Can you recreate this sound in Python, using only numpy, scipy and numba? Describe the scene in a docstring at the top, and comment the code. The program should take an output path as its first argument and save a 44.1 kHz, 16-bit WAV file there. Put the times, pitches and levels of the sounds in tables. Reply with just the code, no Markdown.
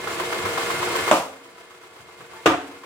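"""A hard-walled workshop: a tyre is inflated on a changing machine.
Air hisses through the valve over a knocking piston compressor. The two beads jump onto the rim in turn,
each with a bang that rings the wheel and the room. Air gushes past the lower bead; the upper one creaks,
then sticks and slips. A limiter ducks at the first bang, holds, and is letting go at the second."""
import sys
import numpy as np
from scipy import signal
from scipy.fft import rfft, irfft
from scipy.io import wavfile
from scipy.ndimage import uniform_filter1d
from numba import njit

SR = 44100
rng = np.random.default_rng(int(sys.argv[2]) if len(sys.argv) > 2 else 0)


def store_pcm(level_fs):
    """Save levels as 16-bit WAV."""
    pcm = np.round(np.clip(level_fs, -1, 1) * 32767).astype(np.int16)
    wavfile.write(sys.argv[1], SR, np.atleast_2d(pcm).T)


N = 125685
ROOM_T60_S, ROOM_TREBLE_T60_S, ROOM_BUILD_S, ROOM_SPLIT_HZ = 0.48, 0.41, 0.0037, 1250

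# Bead slaps on the rim. Each row: start in seconds, crack level in relative dB, crack T60 in seconds,
# thump pitch in Hz, thump level in relative dB, thump T60 in seconds.
LOWER_SLAPS = [(1.1122, 11.5, 0.061, 599, -3, 0.09), (1.1228, -1, 0.051, 310, -14, 0.11),
               (1.1285, -1, .06, 974, -6, 0.043), (1.14, -1, .04, 1230, -18, 0.02),
               (1.159, -5, 0.026, 930, -11, 0.014), (1.184, -6, 0.025, 815, -19, 0.013),
               (1.199, -9, 0.047, 760, -19, .05)]
UPPER_SLAPS = [(2.4595, 4, .06, 456, -3, 0.029), (2.465, 6.5, 0.029, 1090, -5.5, 0.03),
               (2.472, 0, .05, 333, -6.5, 0.061), (2.487, -15, 0.024, 338, -17, 0.059),
               (2.518, -6, 0.034, 410, -20, 0.023)]
# Bang spectra. Each row: frequency in Hz, relative density in dB.
LOWER_SPECTRUM = [(40, -58), (100, -23), (185, -13.5), (284, -13.5), (400, -12), (530, -7), (643, -3),
                  (784, -7.5), (1230, -6.5), (1780, -16.5), (2850, -15), (4340, -28), (7680, -26.5),
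                  (15000, -45)]
UPPER_SPECTRUM = [(30, -46), (70, -13), (164, -16), (225, -20), (338, -4), (500, -11), (728, -10),
                  (910, -13.5), (1320, -10), (1870, -13), (2710, -14.5), (3500, -18.5), (4400, -28),
                  (7500, -29.5), (15000, -53.5)]
# Each row: frequency in Hz, T60 in seconds, level in dB from the lower bead, same from the upper.
WHEEL_MODES = [(270, 1, -16.5, -15), (287.7, 0.85, -20, -10.5), (318.4, 0.27, -2, 3),
               (370, 0.57, -27, -9.5), (445, 0.55, -8, -6.5), (544.4, 0.47, -6, -10), (649, 0.24, -2.5, -3),
               (721, 0.46, -4, -4), (990, 0.3, -1, -22), (1206, 0.24, 6, 3), (1497, 0.087, 3, 2),
               (3400, .2, -29, -25)]

def bead_bang(slaps, spectrum, thump_db, room_db, treble_db, bead):
    """A bead (0 lower, 1 upper) slaps home in steps; wheel and room ring, the room's treble dying first."""
    start, tone = slaps[0][0], colour(spectrum)
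    crack_power = sum((undb(db) * burst(s, t60, attack=0.0005)) ** 2 for s, db, t60, *_ in slaps)
    crack = np.sqrt(crack_power) * noise(tone, NEAR_WIDTH)
    thumps = undb(thump_db) * sum(sidewall_thump(s, hz, db, t60) for s, _, _, hz, db, t60 in slaps)
    ring = 0
    for hz, t60, *levels_db in WHEEL_MODES:
        phase = 2 * np.pi * hz * (seconds() - start) + rng.uniform(0, 2 * np.pi) + 0.096 * walk(38)
        phase = phase + stereo_phase(hz)
        envelope = burst(start, t60, attack=0.0096) * (1 + 0.25 * walk(29))
        ring = ring + undb(levels_db[bead]) * envelope * np.sin(phase)
    wash = noise(tone, NEAR_WIDTH)
    low = lowpass(wash, ROOM_SPLIT_HZ)
    room_body = undb(room_db) * low * burst(start, ROOM_T60_S, attack=ROOM_BUILD_S)
    room_treble = undb(treble_db) * (wash - low) * burst(start, ROOM_TREBLE_T60_S, attack=ROOM_BUILD_S)
    crackle = undb(3 * walk(280))
    return crack * crackle + thumps + ring + room_body + room_treble

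def sidewall_thump(start, hz, db, t60):
    """The taut sidewall pops; the pitch starts sharp and sags as it settles."""
    sharp, sag_s = 0.1, 0.0057
    age = np.maximum(seconds() - start, 0)
    cycles = hz * (age + sharp * sag_s * (1 - np.exp(-age / sag_s)))
    return -undb(db) * burst(start, t60, attack=0.0005) * np.sin(2 * np.pi * cycles)

# Each row: start in seconds, hold in seconds, pitch in Hz, glide in Hz per second, level in dB.
SQUAWKS = [(2.498, .01, 896, 2, -2), (2.499, 0.028, 1283, -1800, -6), (2.515, 0.029, 1101, -1800, -6.5),
           (2.525, 0.027, 726, -400, -3.5), (2.534, 0.0091, 1500, 0, -8)]

def bead_slip():
    """The upper bead sticks and slips over the rim: rough squawks, most falling, linger in the room."""
    t, out = seconds(), 0
    for start, hold, hz, glide, db in SQUAWKS:
        pitch_hz = (hz + glide * np.clip(t - start, 0, hold)) * (1 + 0.05 * walk(192))
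        phase = 2 * np.pi * np.cumsum(pitch_hz) / SR + stereo_phase(hz)
        roughness = undb(2 * walk(240))
        direct = burst(start, t60=0.034, hold=hold, attack=0.0014) * roughness * np.sin(phase)
        echo = burst(start, ROOM_T60_S, hold, attack=hold) * noise(resonance(hz, 70) ** 2, DIFFUSE_WIDTH)
        out = out + undb(db) * (direct + undb(-15) * echo)
    return out

def bead_creak():
    """Stretched rubber squeaks faintly on the rim, rising a little as the pressure builds."""
    start_s, base_hz, rise_hz_per_s = 2.33, 880, 157
    pitch_hz = (base_hz + rise_hz_per_s * (seconds() - start_s)) * (1 + 0.0086 * walk(120))
    phase = 2 * np.pi * np.cumsum(pitch_hz) / SR
    tone = undb(-28) * np.sin(phase) + undb(-35) * np.sin(2 * phase)
    return burst(start_s, t60=0.16, hold=0.063, attack=0.037) * tone

# Piston strokes, about eight a second. Each row: start in seconds, relative level in dB.
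STROKES = [(0.071, 0), (0.196, 1.5), (0.323, 1.5), (0.451, 1), (0.573, 0.5), (0.7, -0.5), (.826, -2),
           (0.954, 0.5), (1.076, -0.5), (1.2, -4), (1.328, 0), (1.453, -3), (1.579, -1.5), (1.706, -2),
           (1.832, -1.5), (1.958, -0.5), (2.084, -3), (2.205, 0), (2.332, -1), (2.457, 19.5), (2.584, -9),
           (2.711, 1), (2.834, 1.5)]
# Each row: frequency in Hz, relative density in dB.
KNOCK_SPECTRUM = [(150, -39), (370, 2), (600, -4), (1050, -1.5), (1600, -4), (2600, -11.5), (4500, -18.5),
                  (9000, -25.5), (15000, -28)]
DIN_SPECTRUM = [(30, -11), (60, -17.5), (100, -11), (140, -16.5), (180, -12.5), (260, -15.5), (355, -4.5),
                (405, -9.5), (460, -6), (570, -14.5), (640, -8), (830, -11.5), (1140, -10.5), (1870, -15.5),
                (2150, -17), (2690, -19.5), (5000, -25.5), (6500, -64)]

def compressor():
    """Each piston stroke knocks and echoes, and the valve plate claps shut after it, over a steady din."""
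    t, rebound_s = seconds(), 0.0337
    starts, levels_db = np.array(STROKES).T
    gains = undb(levels_db)
    direct = sum(g * burst(s, t60=0.094, hold=0.012, attack=0.002) for s, g in zip(starts, gains))
    tails = sum(g * burst(s, ROOM_T60_S, attack=ROOM_BUILD_S) for s, g in zip(starts, gains))
    rebound = undb(-6) * np.interp(t - rebound_s, t, direct, left=0)
    knocks = (direct + rebound) * noise(colour(KNOCK_SPECTRUM), DIFFUSE_WIDTH)
    echo = undb(-10) * tails * noise(colour(KNOCK_SPECTRUM), DIFFUSE_WIDTH)
    tones = compressor_hum() + pump(starts, gains)
    din = undb(-30.5 + 1.7 * walk(55)) * noise(colour(DIN_SPECTRUM), DIFFUSE_WIDTH)
    return undb(-26) * (knocks + echo) + tones + din

# Each row: frequency in Hz, attack in seconds, T60 in seconds, relative level in dB.
PUMP_MODES = [(360, .018, 0.15, -24), (985, 0.0027, 0.061, -21.5), (1045, 0.002, 0.087, -26.5),
              (1150, 0.0028, 0.088, -25), (1290, 0.0035, 0.076, -25)]

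def pump(starts, gains):
    """Every stroke rings the pump with a hollow beat; a rough whine runs on."""
    t, rings = seconds(), 0
    for hz, attack, t60, db in PUMP_MODES:
        carrier = np.exp(1j * (2 * np.pi * hz * t + stereo_phase(hz)))
        hits = np.zeros(N, complex)
        hits[(starts * SR).astype(int)] = gains * np.exp(2j * np.pi * rng.random(len(starts)))
        envelope = signal.fftconvolve(hits, burst(0, t60, attack=attack))[:N]
        rings = rings + undb(db) * np.imag(envelope * carrier)
    whine = undb(-44) * noise(resonance(hz=2147, width_hz=200) ** 2, NEAR_WIDTH)
    return rings + whine

# Each row: frequency in Hz, relative level in dB.
HUM_TONES = [(362, -41.5), (449.2, -41.5), (474, -37), (545, -47), (653, -45), (984, -46), (1036, -45),
             (1137, -41.5), (1260, -58), (1405, -43), (1513, -47), (1720, -45.5), (1750, -50), (2070, -50),
             (2140, -56), (2115, -39.5), (2546, -47.5)]

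def compressor_hum():
    """The compressor's running tones waver in level and phase."""
    t, hum, waver = seconds(), 0, 0.28
    for hz, db in HUM_TONES:
        phase = 2 * np.pi * hz * t + min(hz / 3000, 1) * rng.uniform(-1.5, 1, (2, 1))
        tone = (1 + waver * walk(7.7)) * np.sin(phase) + waver * walk(11) * np.cos(phase)
        hum = hum + undb(db + 1) * tone
    return hum

# Each row: frequency in Hz, relative density in dB.
HISS_SPECTRUM = [(1000, 2.5), (2500, 2), (4500, -2.5), (6000, -3), (7800, -2.5), (9000, -6), (10400, -7),
                 (12000, -12), (15500, -13.5)]
# Thin tonal peaks in the hiss; those at 7440 and 10200 Hz are valve whistles.
# Each row: centre in Hz, width in Hz, relative level in dB.
HISS_PEAKS = [(3160, 160, -2), (7440, 36, 1), (8350, 90, -1), (10200, 70, -2.5), (14300, 150, -12)]

def valve_air():
    """Air hisses through the valve; the hiss flutters and has thin tonal peaks."""
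    bass_rolloff = np.minimum(freqs() / 1000, 1) ** 2
    hiss = noise(colour(HISS_SPECTRUM) * bass_rolloff, DIFFUSE_WIDTH)
    peaks = noise(sum(undb(db) * resonance(hz, width) for hz, width, db in HISS_PEAKS), DIFFUSE_WIDTH)
    flutter = undb(1.4 * walk(30))
    return (undb(-34.5) * hiss + undb(-44.5) * peaks) * flutter

def air_gush():
    """Air rushes past the lower bead until it seals."""
    envelope = burst(start=1.112, t60=0.4, hold=0.06, attack=0.0055)
    return undb(-7) * envelope * noise(colour(HISS_SPECTRUM), DIFFUSE_WIDTH)

# Each row: start in seconds, level in dB.
BUMPS = [(0.441, -31.5), (2.0, -26), (2.195, -27)]

def tyre_bumps():
    """The tyre bumps softly on the machine."""
    envelope = sum(undb(db) * burst(s, t60=0.24, attack=0.0028) for s, db in BUMPS)
    return envelope * noise(resonance(hz=107, width_hz=130) ** 2, NEAR_WIDTH)

def room_rumble():
    """A low, diffuse rumble fills the workshop."""
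    return undb(-49 + 2 * walk(3.1)) * noise(resonance(hz=110, width_hz=140) ** 2, DIFFUSE_WIDTH)

# Stereo width of sound from all around and from nearby. Each row: frequency in Hz, side minus mid in dB.
DIFFUSE_WIDTH = [(60, -5), (200, -8.5), (380, -10), (700, -3.5), (1300, -2.5), (2400, 2), (15000, -1.5)]
NEAR_WIDTH = [(60, -5), (200, -12), (380, -14), (700, -4.5), (1300, -4), (2400, -0.5), (15000, -2)]

def noise(gain, width):
    """Stereo noise of rms 1 with a given spectrum and width."""
    mid, side = rfft(rng.standard_normal((2, N))) * gain
    side = side * colour(width)
    return unit_rms(irfft(np.array([mid + side, mid - side]), N))

def stereo_phase(hz):
    """Opposite left and right phase offsets in radians."""
    return min(hz / 2000, 1) * np.array([[1], [-1]]) * rng.choice([-1, 1])

def burst(start, t60, hold=0, attack=0.0021):
    """Linear attack, hold and exponential decay; times in seconds."""
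    age = seconds() - start
    return np.clip(age / attack, 0, 1) * np.exp(-np.log(1000) * np.maximum(age - hold, 0) / t60)

def walk(rate_hz):
    """Smooth random drift of rms 1."""
    return unit_rms(lowpass(rng.standard_normal(N), rate_hz))

def colour(points):
    """Gain per frequency from (Hz, dB) points."""
    hz, db = np.array(points, float).T
    return undb(np.interp(np.log(freqs()), np.log(hz), db))

def resonance(hz, width_hz):
    """Response of one resonance, gain 1 at its centre."""
    return 1 / (1 + 1j * (freqs() ** 2 - hz ** 2) / (freqs() * width_hz))

def lowpass(x, hz):
    return irfft(rfft(x) / (1 + (freqs() / hz) ** 4), N)

def undb(db):
    return 10 ** (np.asarray(db) / 20)

def unit_rms(x):
    return x / np.sqrt(np.mean(x ** 2))

def seconds():
    return np.arange(N) / SR

def freqs():
    return np.maximum(np.arange(N // 2 + 1) * SR / N, 1)

# Swell of compressor and valve air together. 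Each row: time in seconds, gain in dB.
SWELL = [(0, -5.5), (.13, -2), (.42, -0.5), (.7, 1.5), (1.1, 2.5), (2.85, 0)]

def scene():
    """Two beads seat over the running compressor and air."""
    swell = undb(np.interp(seconds(), *np.array(SWELL).T))
    lower = bead_bang(LOWER_SLAPS, LOWER_SPECTRUM, thump_db=17, room_db=7.5, treble_db=2.5, bead=0)
    upper = bead_bang(UPPER_SLAPS, UPPER_SPECTRUM, thump_db=15.5, room_db=3.5, treble_db=1.5, bead=1)
    background = swell * (compressor() + valve_air()) + room_rumble() + tyre_bumps()
    return background + lower + air_gush() + bead_creak() + upper + bead_slip()

@njit
def duck(over_db, hold_samples, release_db_per_sample):
    """Gain reduction in dB: down at once, held, then let go at a steady rate."""
    out, cut, wait = np.zeros(len(over_db)), 0., 0.
    for i in range(len(over_db)):
        if over_db[i] > cut:
            cut, wait = over_db[i], hold_samples
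        elif wait > 0:
            wait -= 1
        else:
            cut = max(cut - release_db_per_sample, 0.)
        out[i] = cut
    return out

def record(dry):
    """A look-ahead limiter with a long hold; bass is thinned, peaks are rounded, the top is cut off."""
    limit_db, hold_s, release_db_per_s = -9.5, 0.93, 14.5
    bass_cut_hz, top_hz = 75, 15750
    power = uniform_filter1d(np.mean(dry ** 2, axis=0), size=441, origin=115)
    over_db = 10 * np.log10(np.maximum(power, 1e-12)) - limit_db
    limited = dry * undb(-duck(over_db, hold_s * SR, release_db_per_s / SR))
    thinned = signal.sosfilt(signal.butter(2, bass_cut_hz, "high", fs=SR, output="sos"), limited)
    rounded = thinned / (1 + thinned ** 4) ** .25
    return signal.sosfilt(signal.ellip(8, .2, 70, top_hz, fs=SR, output="sos"), rounded)

dry = scene()
out = record(dry)
store_pcm(out)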